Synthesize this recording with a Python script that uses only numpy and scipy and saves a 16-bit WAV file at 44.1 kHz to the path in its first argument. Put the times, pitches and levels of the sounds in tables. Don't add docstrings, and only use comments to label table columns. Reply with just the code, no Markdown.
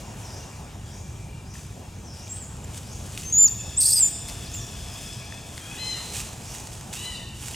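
import sys
import numpy as np
from scipy import signal
from scipy.fft import rfft, irfft, next_fast_len
from scipy.io import wavfile
from scipy.ndimage import uniform_filter1d

SR = 44100
rng = np.random.default_rng(int(sys.argv[2]) if len(sys.argv) > 2 else 0)


def to_wav(sig):
    pcm = np.clip(np.atleast_2d(sig), -1, 1) * 32767
    pcm = np.round(pcm).astype(np.int16)
    wavfile.write(sys.argv[1], SR, pcm.T)


def gain_from_db(level_db):
    decades = np.asarray(level_db, float) / 20
    return 10 ** decades


N = 332945
TIME = np.arange(N) / SR

# (time [s], pitch [Hz], level [dB])
PEEP = [(2.285, 7550, -46), (2.3, 7550, -33), (2.328, 7550, -29), (2.336, 8120, -37), (2.37, 8170, -36),
        (2.405, 8000, -38.5), (2.425, 7400, -35), (2.445, 6850, -41), (2.47, 6850, -50)]
# (time [s], pitch [Hz], level [dB])
WHIMPER = [
    (3.232, 6150, -52),
    (3.262, 6300, -36),
    (3.318, 6345, -36),
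    (3.324, 6350, -44),
]
# (time [s], pitch [Hz], level [dB])
SQUEAK = [(3.324, 6680, -22), (3.373, 6830, -18), (3.391, 7150, -12), (3.447, 7160, -11.8),
          (3.46, 6900, -12), (3.468, 6650, -17), (3.475, 6150, -27), (3.484, 4700, -30), (3.49, 4400, -42)]
# (time [s], pitch [Hz], level [dB])
SCREAM = [(3.758, 6320, -50.5), (3.775, 7520, -19.5), (3.787, 8200, -15), (3.8, 8460, -16.5),
          (3.9, 8460, -16.5), (3.996, 8090, -17), (4.03, 7180, -13.5), (4.083, 7110, -22),
          (4.092, 6600, -32)]
# (start [s], start pitch [Hz], end pitch [Hz], level [dB], roughness [0-1])
STROKES = [
    (3.8, 5000, 4700, -27, 1),
    (3.85, 4500, 5050, -22.5, .45),
    (3.885, 5100, 4600, -26, 1),
    (3.918, 4600, 5300, -20, .25),
    (3.943, 5400, 5300, -29, .5),
    (3.957, 4930, 4870, -18.5, .08),
]
# (time [s], pitch [Hz], level [dB])
CHIRP = [(4.524, 6020, -48.5), (4.536, 6400, -43), (4.543, 7400, -33.5), (4.566, 7160, -37),
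         (4.572, 6830, -39), (4.597, 6730, -41), (4.603, 5850, -46), (4.612, 5640, -41), (4.65, 5630, -48)]
# (frequency [Hz], level [dB])
TOWARD_TRUNKS = [(3500, -4), (5000, -8), (7000, -5.5), (9000, 4), (12000, -6.5), (14000, 3)]
MOUTH_TOP_HZ = 13800
OCTAVE_GROWS = 0.36
WHISTLE_FLUTTER_DB = .8

CHAOS_START_S, CHAOS_END_S, CHAOS_FADE_S, CHAOS_ROUGH = 3.796, 4.015, .012, 0.97
WARBLE_PERIOD_S, WARBLE_DEPTH_HZ, WARBLE_DB = .04, 90, -.5
STROKES_END_S, STROKE_EDGE_DB = 4.003, -5
PULL, PULL_CENTRE_HZ, SHARED_ROUGH = 0.493, 4730, 0.52
MIXING_DB, MIXING_ROUGH = (-14, -13, -20, -15), .35

# (time [s], pitch [Hz], level [dB])
MURMUR = [
    (5.6, 769, -50),
    (5.63, 801, -46),
    (5.7, 840, -45),
    (5.775, 862, -42),
]
# (time [s], pitch [Hz], level [dB])
COOS = [
    [(5.765, 870, -52), (5.78, 949, -45), (5.795, 1027, -40), (5.826, 1026, -36), (5.9, 1025, -33.5),
     (5.925, 1015, -38), (5.945, 960, -45), (5.96, 918, -47), (5.99, 900, -53)],
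    [(6.955, 856, -39), (6.99, 975, -35.5), (7.02, 980, -33.5), (7.05, 1010, -31.5), (7.095, 990, -35),
     (7.13, 950, -34), (7.16, 920, -35.5), (7.19, 905, -38), (7.235, 915, -46)],
]
# (frequency [Hz], level [dB])
COO_THROATS = [
    [(900, -38), (2050, -14), (3080, -10), (3400, -12), (3850, -9), (4100, 1), (4250, -22), (5130, -13),
     (6150, -11.5), (7180, -12), (8200, -22), (9230, -16), (11000, -39)],
    [(900, -24), (2000, -13), (3000, 0), (3600, -6), (4000, -4), (5000, -15), (6000, -14), (7000, -10),
     (8000, -14), (8900, -7), (11000, -40)],
]
# (time [s], pitch [Hz], level [dB])
WHINE = [(3.33, 886, -46.5), (3.5, 883, -55), (3.62, 881, -47), (3.8, 879, -51), (4.5, 870, -51.5),
         (5.0, 854.3, -50), (5.3, 852.5, -50), (5.62, 846, -63)]
# (frequency [Hz], level [dB])
WHINE_THROAT = [(700, -15), (900, -20), (1750, -12.5), (2600, -6), (3500, 0.5), (4400, -12), (5300, 2.5),
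                (7000, -11.5), (9000, -8)]
SLACK_DULLS = .22

# (start [s], length [s], top pitch [Hz], level [dB])
UPSWEEPS = [
    (0, 0.026, 7000, -44.5),
    (.3, 0.093, 7120, -48.5),
    (0.872, 0.11, 7240, -50),
    (1.454, 0.1, 7320, -51),
    (2.118, .16, 7240, -51.5),
    (2.846, 0.1, 7260, -48),
    (6.411, 0.13, 7260, -48.5),
]
# (start [s], length [s], top pitch [Hz], level [dB])
DOWNSWEEPS = [
    (.19, .1, 6490, -50.5),
    (2.03, .086, 6390, -48),
]
# (start [s], pitch [Hz], level [dB])
PIPS = [
    (0, 2850, -56),
    (.39, 2840, -54.5),
    (.83, 3400, -61.5),
    (1.3, 2860, -60),
    (1.76, 2850, -60),
    (2.18, 2870, -57),
]
# (start [s], length [s], pitch [Hz], level [dB])
DRONES = [(.97, 0.47, 2377, -61.5), (0.956, .05, 7000, -57), (1.72, 0.33, 3290, -68),
          (2.1, 0.19, 2385, -63), (2.096, 0.36, 3270, -66.5), (2.28, 0.12, 1900, -66)]
# (start [s], length [s], start
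# pitch [Hz], end pitch [Hz], level [dB])
SLIPS = [
    (3.408, .014, 4950, 4850, -40),
    (3.429, 0.016, 4800, 4800, -33),
    (2.641, .009, 7500, 7050, -41),
    (4.462, .042, 3900, 5500, -44),
]
# (start [s], length [s], start pitch [Hz], end pitch [Hz], level [dB])
SCOOPS = [
    (4.83, 0.12, 2140, 2500, -57),
    (5.21, .05, 2160, 2420, -49.5),
    (5.31, 0.066, 2536, 2570, -53),
    (5.38, .025, 2500, 2250, -53),
]
BIRD_LOW_HZ, BIRD_ECHO_DB = 4600, -0.5
PIP_S, PIP_SAG_HZ, PIP_ECHO_DB = 0.089, 150, -5
DRONE_ECHO_DB, SLIP_ECHO_DB, SCOOP_ECHO_DB = -1.5, -14, -8
FAR_LOSS = .36
BRIGHT_DB_PER_KHZ = 1

# (peak time [s], level [dB], time to rise 20 dB [s], time to fall 20 dB [s])
RUSTLE = [(0, -55.5, .01, 0.07), (.18, -59, -1.5, 0.5), (.86, -61, -1.7, 1), (1.16, -65, -4, .6),
          (1.54, -54, -0.4, 0.33), (1.65, -58.5, -0.2, 0), (2.14, -58, -0.17, .5), (2.28, -54, -0.2, -1),
          (2.371, -50.5, -0.03, -0.83), (2.779, -45.5, 0.1, 0.03), (3.15, -52.5, 0.74, 0.6),
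          (3.176, -46.5, -0.01, 0.17), (2.9, -63, 0.3, -0.7), (3.9, -54, 2, 0), (3.99, -44.5, .06, 0.24),
          (4.299, -45, 0.06, 0.03), (4.31, -51.5, 0.3, 1.5), (5.05, -50.5, 0.83, 0.45), (5.58, -53, 0.4, 2),
          (6.07, -52.5, 1.5, -0.2), (6.16, -42.5, 0.1, 0.21), (6.22, -45, 0.5, -0.04),
          (6.54, -48.5, 0.24, 0.22), (6.68, -56, 0.8, -0.3), (6.72, -52.5, .03, 0.34),
          (6.93, -45.5, 0.008, 0.46), (6.91, -60, 0.2, 0.5), (7.423, -47.5, 0.12, 1)]
# (frequency [Hz], level [dB per Hz])
LEAVES = [(410, -29), (700, -7), (1430, -9), (1610, -8.5), (2180, -8), (2540, -2.5), (3660, -3.5),
          (4070, -8), (4400, -5), (7600, 0.5), (8330, -1), (15800, -20)]
# (time [s], peak level [dB], pitch [Hz])
TICKS = [(1.541, -38, 7230), (2.3694, -36, 7640), (2.5674, -36, 10500), (2.745, -27, 7000),
         (2.832, -33, 6900), (2.6453, -31, 7000), (3.176, -17, 2680), (3.2198, -27, 6310),
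         (4.286, -21.5, 8500), (5.579, -23, 3400), (6.549, -22.5, 7380), (6.5844, -36, 7960),
         (6.672, -24, 7400), (6.721, -36, 7300), (6.6894, -36, 7600), (6.781, -37, 6730),
         (6.8102, -27, 7040), (6.9294, -24, 3480), (6.934, -22.5, 9000), (6.9378, -21, 7500),
         (6.9447, -26.5, 7000), (6.9534, -25, 8500), (6.9655, -28, 6500), (3.3, -26, 7000),
         (7.436, -28, 9000), (7.4255, -31, 3140), (7.483, -20.5, 7490), (7.511, -29, 7720)]
# (time [s], peak level [dB], pitch [Hz])
KNOCKS = [(1.554, -31, 1800), (1.5908, -36, 2370), (2.27, -36, 2390), (3.251, -36, 2680),
          (4.548, -29, 2800), (4.7896, -33.5, 1590), (5.323, -25, 1800), (5.5774, -29.5, 2070),
          (4.287, -33, 3300), (6.155, -26, 2470), (6.201, -24.5, 2590), (7.5444, -24.5, 2870)]
# (multiple of the pitch [ratio], level [dB])
KNOCK_MODES = [
    (.72, -8),
    (1, 0.5),
    (1.43, -10),
]
# (time [s], left minus right [dB])
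TROOP_SIDE = [(0, 2.5), (2.4, 1), (3.2, -.5), (5.4, 1.5), (6.2, -3), (7.55, -4)]
TWIG_T60_S, CRACK_T60_S, KNOCK_T60_S = 0.0046, 0.02, 0.014

# (time [s], level [dB])
HUM_LEVEL = [(0, -40), (1.5, -39.5), (2.2, -39), (2.7, -38), (3.4, -36.5), (3.9, -40.5), (4.4, -37),
             (5.5, -41), (7.55, -39.5)]
# (frequency [Hz], level [dB per Hz])
RUMBLE = [(13, -43), (22, -32), (41, -4), (92, 1), (116, -0.5), (258, -15), (400, -19.5), (520, -25),
          (880, -120)]
# (frequency [Hz], level [dB per Hz])
AIR = [(120, -12.5), (200, -3), (283, -10.5), (537, -10.5), (847, -9), (1110, -14.5), (1730, -19),
       (2150, -22), (2360, -17), (2540, -19), (4310, -25), (7190, -19), (14900, -38.5), (15800, -36)]
# (time [s], level [dB])
AIR_LEVEL = [(0, -49.5), (1.5, -52.5), (2.4, -50), (3.5, -53.5), (4.25, -50.5), (7.55, -50)]
# (frequency [Hz], likeness [0-1])
ALIKE = [(60, 1), (130, 1), (290, 0.93), (640, 0.67), (1410, 0.99), (3100, 0.76), (6820, 0.95),
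         (15000, 0.64)]
# (frequency [Hz], time to fall 60 dB [s])
TRUNKS = [(1000, 0.93), (4000, 1), (8000, 0.73), (14000, 0.58)]

# (frequency [Hz], phase [radians])
PORT_LEAD = [(30, 0.016), (200, 0.18), (690, 0.55), (1500, 0.95), (4650, 0.11), (15000, 0.33)]
# (frequency [Hz], left minus right [dB])
PORT_BALANCE = [(300, 0), (1300, 1.5), (4400, 1.7), (8100, 0), (15000, -2.5)]
TOP_HZ = 15850


def unit(x):
    return x / np.sqrt(np.mean(x ** 2) + 1e-20)


def along(points, hz):
    f, v = np.transpose(points)
    return np.interp(np.log(hz + 1), np.log(f + 1), v)


def curves(rows):
    s, *cols = np.transpose(rows)
    return [np.interp(TIME, s, c) for c in cols]


def gate(start, end, fade):
    return np.clip(np.minimum(TIME - start, end - TIME) / fade, 0, 1)


def wobble(rate):
    knots = rng.standard_normal(int(N * rate / SR) + 4)
    return np.interp(TIME * rate, np.arange(len(knots)), knots) * np.sqrt(1.5)


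def filtered(x, response):
    m = next_fast_len(N + 8192)
    hz = np.fft.rfftfreq(m, 1 / SR)
    return irfft(rfft(x, m) * response(hz), m)[..., :N]


def panned(x, pan_db):
    return np.array([x * gain_from_db(pan_db / 2), x * gain_from_db(-pan_db / 2)])


def rush(spectrum, patchy_db):
    z = signal.stft(rng.standard_normal((2, N)), nperseg=512)[2]
    patches = uniform_filter1d(rng.standard_normal(z.shape[1:]), 6, 0)
    patches = uniform_filter1d(patches, 12, 1)
    pair = signal.istft(z * gain_from_db(patchy_db * unit(patches)), nperseg=512)[1][:, :N]

    def mid_and_side(hz):
        turn = np.arccos(np.clip(along(ALIKE, hz), -1, 1)) / 2
        return gain_from_db(along(spectrum, hz)) * [np.cos(turn), np.sin(turn)]

    mid, side = filtered(pair, mid_and_side)
    return unit(np.array([mid + side, mid - side]))


def phasor(pitch_hz, rough, spread_hz):
    unsteady_hz = pitch_hz + rough * spread_hz * wobble(900)
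    turn = np.exp(2j * np.pi * np.cumsum(unsteady_hz) / SR)
    chance = (wobble(1000) + 1j * wobble(1000)) / np.sqrt(2)
    share = .65 * rough
    return turn * (np.sqrt(1 - share) + np.sqrt(share) * chance)


def background():
    hum = gain_from_db(curves(HUM_LEVEL)[0] + 0.7 * wobble(5.3)) * rush(RUMBLE, patchy_db=0.62)
    air = gain_from_db(curves(AIR_LEVEL)[0] + 5 + 1.17 * wobble(3.264)) * rush(AIR, patchy_db=1.67)
    return hum + air


def rustle():
    t = TIME[::32]
    power = np.zeros(len(t))
    for s, db, rise, fall in RUSTLE:
        before = (s - t) / max(rise, .005)
        after = (t - s) / max(fall, .005)
        power += gain_from_db(2 * db - 43.3 * np.where(t < s, before, after))
    grains = rng.standard_normal(N) * gain_from_db(2.07 * wobble(500) + 0.8 * wobble(60))
    leaves = unit(filtered(grains, lambda hz: gain_from_db(along(LEAVES, hz))))
    return panned(gain_from_db(8.5) * np.interp(TIME, t, np.sqrt(power)) * leaves, curves(TROOP_SIDE)[0])


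def short_notes():
    notes = [(s, length, BIRD_LOW_HZ, hz, db, BIRD_ECHO_DB) for s, length, hz, db in UPSWEEPS]
    notes += [(s, length, hz, BIRD_LOW_HZ, db, BIRD_ECHO_DB) for s, length, hz, db in DOWNSWEEPS]
    notes += [(s, PIP_S, hz, hz - PIP_SAG_HZ, db, PIP_ECHO_DB) for s, hz, db in PIPS]
    notes += [(s, length, hz, hz, db, DRONE_ECHO_DB) for s, length, hz, db in DRONES]
    notes += [(*slip, SLIP_ECHO_DB) for slip in SLIPS]
    notes += [(*scoop, SCOOP_ECHO_DB) for scoop in SCOOPS]
    out, waver, flutter = np.zeros((2, N)), wobble(90), wobble(120)
    for start, length, start_hz, end_hz, db, echo_db in notes:
        part = slice(round(start * SR), round((start + length) * SR))
        u = np.linspace(0, 1, part.stop - part.start)
        hz = (start_hz + (end_hz - start_hz) * u) * (1 + 0.006 * waver[part])
        shape = np.sin(np.pi * u) ** .3 * gain_from_db(db + 2.5 * flutter[part])
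        shape = shape * gain_from_db(BRIGHT_DB_PER_KHZ * (hz - hz.mean()) / 1000)
        note = shape * np.sin(2 * np.pi * np.cumsum(hz) / SR)
        direct_db = 1.5 - FAR_LOSS * (echo_db - SLIP_ECHO_DB)
        out[:, part] += gain_from_db([[direct_db], [echo_db + 4.0]]) * note
    return out


def ticks_and_knocks():
    out, t = np.zeros(N + SR), np.arange(SR // 20) / SR
    for s, db, hz in TICKS:
        ring = gain_from_db(-60 * t / TWIG_T60_S) * np.sin(2 * np.pi * hz * t)
        crack = uniform_filter1d(rng.standard_normal(len(t)), size=2)
        crack = 0.67 * gain_from_db(-60 * t / CRACK_T60_S) * crack
        out[round(s * SR):][:len(t)] += gain_from_db(db - 2.5) * (ring + crack)
    onset = 1 - np.exp(-t / 0.00065)
    for s, db, hz in KNOCKS:
        for multiple, level in KNOCK_MODES:
            fade = gain_from_db(db + level - 60 * t / KNOCK_T60_S)
            out[round(s * SR):][:len(t)] += fade * onset * np.sin(2 * np.pi * multiple * hz * t)
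    clicks = filtered(out[:N], lambda hz: 1 / (1 + (900 / (hz + 1)) ** 4) / (1 + (hz / 13000) ** 4))
    return panned(clicks, curves(TROOP_SIDE)[0])


def whistle(rows, octave_db, rough):
    hz, db = curves(rows)
    arrow = phasor(uniform_filter1d(hz, size=150), rough, spread_hz=294)
    level = gain_from_db(db + 3 + WHISTLE_FLUTTER_DB * wobble(130)) * gate(rows[0][0], rows[-1][0], 0.0021)
    octave = gain_from_db(octave_db + OCTAVE_GROWS * (db - db.max()) + 4.0 * wobble(300)) * arrow ** 2
    return level * (arrow + octave).real


def voice(rows, throat, jitter, shimmer_db, count):
    out, part = np.zeros(N), slice(round(rows[0][0] * SR), round(rows[-1][0] * SR))
    hz, db = np.array(curves(rows))[:, part]
    shake = jitter * gain_from_db(0.608 * (db.max() - db)) * wobble(300)[part]
    cycles = np.cumsum(uniform_filter1d(hz, size=400) * (1 + shake)) / SR
    slack_db = SLACK_DULLS * (db - db.max())
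    tone, power = 0, 0
    for k in range(1, count + 1):
        gain = gain_from_db(along(throat, k * hz) + k * slack_db)
        tone = tone + gain * gain_from_db(shimmer_db * wobble(50)[part]) * np.sin(2 * np.pi * k * cycles)
        power = power + gain ** 2
    out[part] = gain_from_db(db + 3) * tone / np.sqrt(power)
    return out * gate(rows[0][0], rows[-1][0], 0.006)


def troop():
    tight, relaxed = COO_THROATS
    whine = voice(WHINE, WHINE_THROAT, jitter=.023, shimmer_db=3.5, count=9)
    murmur = gain_from_db(-3.0) * voice(MURMUR, relaxed, jitter=0.009, shimmer_db=2.5, count=4)
    first = gain_from_db(1.5) * voice(COOS[0], tight, jitter=0.0016, shimmer_db=1.3, count=10)
    second = gain_from_db(-7.0) * voice(COOS[1], relaxed, jitter=0.0045, shimmer_db=3, count=10)
    return panned(whine, 1.7) + panned(murmur + first, 3.1) + panned(second, 1.5)


def passer():
    colour = [(400, -41), (620, -1), (700, 12), (800, -31), (1100, -34), (2000, -70)]  # (Hz, dB per Hz)
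    return gain_from_db(-55.5) * gate(3.67, 5.7, 0.37) * rush(colour, patchy_db=-1.0)


def strokes():
    start, start_hz, end_hz, db, rough = np.transpose(STROKES)
    edges = np.append(start, STROKES_END_S)
    place = np.interp(TIME, edges, np.arange(len(edges)))
    k = np.minimum(place.astype(int), len(start) - 1)
    u = place - k
    hz = start_hz[k] + (end_hz - start_hz)[k] * u
    level_db = db[k] + STROKE_EDGE_DB * (2 * u - 1) ** 2
    return hz, level_db, uniform_filter1d(np.clip(rough, 0, 1)[k], size=300)


def scream():
    chaos = gate(CHAOS_START_S, CHAOS_END_S, CHAOS_FADE_S)
    warble = chaos * np.cos(2 * np.pi * (TIME - CHAOS_START_S) / WARBLE_PERIOD_S)
    upper_hz, upper_db = curves(SCREAM)
    lower_hz, lower_db, lower_rough = strokes()
    upper_rough = CHAOS_ROUGH * chaos * (1 - SHARED_ROUGH * (1 - lower_rough))
    both = gate(STROKES[0][0], STROKES_END_S, 0.015)
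    drag = PULL * both * uniform_filter1d(lower_hz - PULL_CENTRE_HZ, size=300)
    upper_hz = uniform_filter1d(upper_hz, size=200) + drag + WARBLE_DEPTH_HZ * warble

    upper = phasor(upper_hz, upper_rough, spread_hz=329)
    purer = phasor(upper_hz, MIXING_ROUGH * upper_rough, spread_hz=330)
    lower = phasor(uniform_filter1d(lower_hz, size=100), lower_rough, spread_hz=460)
    products = [purer * lower, purer ** 2 * lower.conj(), lower ** 2, lower ** 3 * purer.conj()]
    mixing = gain_from_db(MIXING_DB) @ np.array(products)
    octave = gain_from_db(-32 + 6.8 * wobble(500)) * upper ** 2

    # (frequency [Hz], level [dB])
    breath = [(2500, -42), (4500, -6), (7000, -2.0), (9500, -4.5), (12000, -5), (16000, -21)]
    hiss = unit(filtered(rng.standard_normal(N), lambda hz: gain_from_db(along(breath, hz))))
    hiss = gain_from_db(-11.5 + 1.5 * wobble(300)) * upper_rough * hiss

    level = gain_from_db(upper_db + WARBLE_DB * warble + 1.8 * wobble(110)) * gate(SCREAM[0][0], SCREAM[-1][0], .004)
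    out = level * ((upper + octave).real + hiss)
    out += gain_from_db(lower_db) * both * (lower + mixing).real
    return filtered(out, lambda hz: 1 / (1 + (3600 / (hz + 1)) ** 8))


def echo(x, alike):
    out, turn = np.zeros((2, N)), np.cumsum(wobble(8)) * 60 / SR
    for path in (np.cos(turn), np.sin(turn)):
        hz, t, z = signal.stft(rng.standard_normal((2, SR)), SR, nperseg=256)
        decay = gain_from_db(-60 * t / along(TRUNKS, hz)[:, None])
        mid, side = signal.istft(z * (1 - np.exp(-t / 0.0035)) * decay, SR, nperseg=256)[1]
        tail = np.array([mid + (1 - alike) * side, mid - (1 - alike) * side])
        tail = tail / np.linalg.norm(tail[0])
        late = np.pad(x * path, (500, 0))[None]
        out += signal.fftconvolve(late, tail, axes=1)[:, :N]
    return out


def scene():
    background_noise = background()
    litter = rustle() + ticks_and_knocks()
    notes, notes_far = short_notes()
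    aside = gain_from_db(-5.5) * whistle(PEEP, octave_db=-27, rough=0.22) + whistle(CHIRP, octave_db=-21, rough=0.26)
    squeak = whistle(WHIMPER, octave_db=-30.5, rough=0) + whistle(SQUEAK, octave_db=-27, rough=0.011)
    squeak = filtered(squeak, lambda hz: 1 / (1 + (hz / MOUTH_TOP_HZ) ** 12) ** .5)
    others = troop()
    infant = squeak + scream()

    wet = gain_from_db(-9.0) * filtered(infant, lambda hz: gain_from_db(along(TOWARD_TRUNKS, hz)))
    wet += gain_from_db(-4.5) * aside + notes_far
    wet += gain_from_db(-0.5) * others.mean(axis=0) + gain_from_db(-8.5) * litter.mean(axis=0)
    direct = infant + aside + notes + gain_from_db(-1.0) * others + litter
    return direct + echo(wet, alike=0.8) + background_noise + passer()


def band_limit(x):
    return signal.sosfilt(signal.butter(12, 15920, fs=SR, output="sos"), x)


def record(dry):
    half = np.array([[.5], [-.5]])

    def port(hz):
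        return gain_from_db(half * along(PORT_BALANCE, hz)) * np.exp(1j * half * along(PORT_LEAD, hz))

    ports = filtered(dry, port)
    ports = ports / (1 + np.abs(ports / .5) ** 4) ** .25
    mix = filtered(ports, lambda hz: hz < TOP_HZ)
    return band_limit(mix)


dry = scene()
out = record(dry)
to_wav(out)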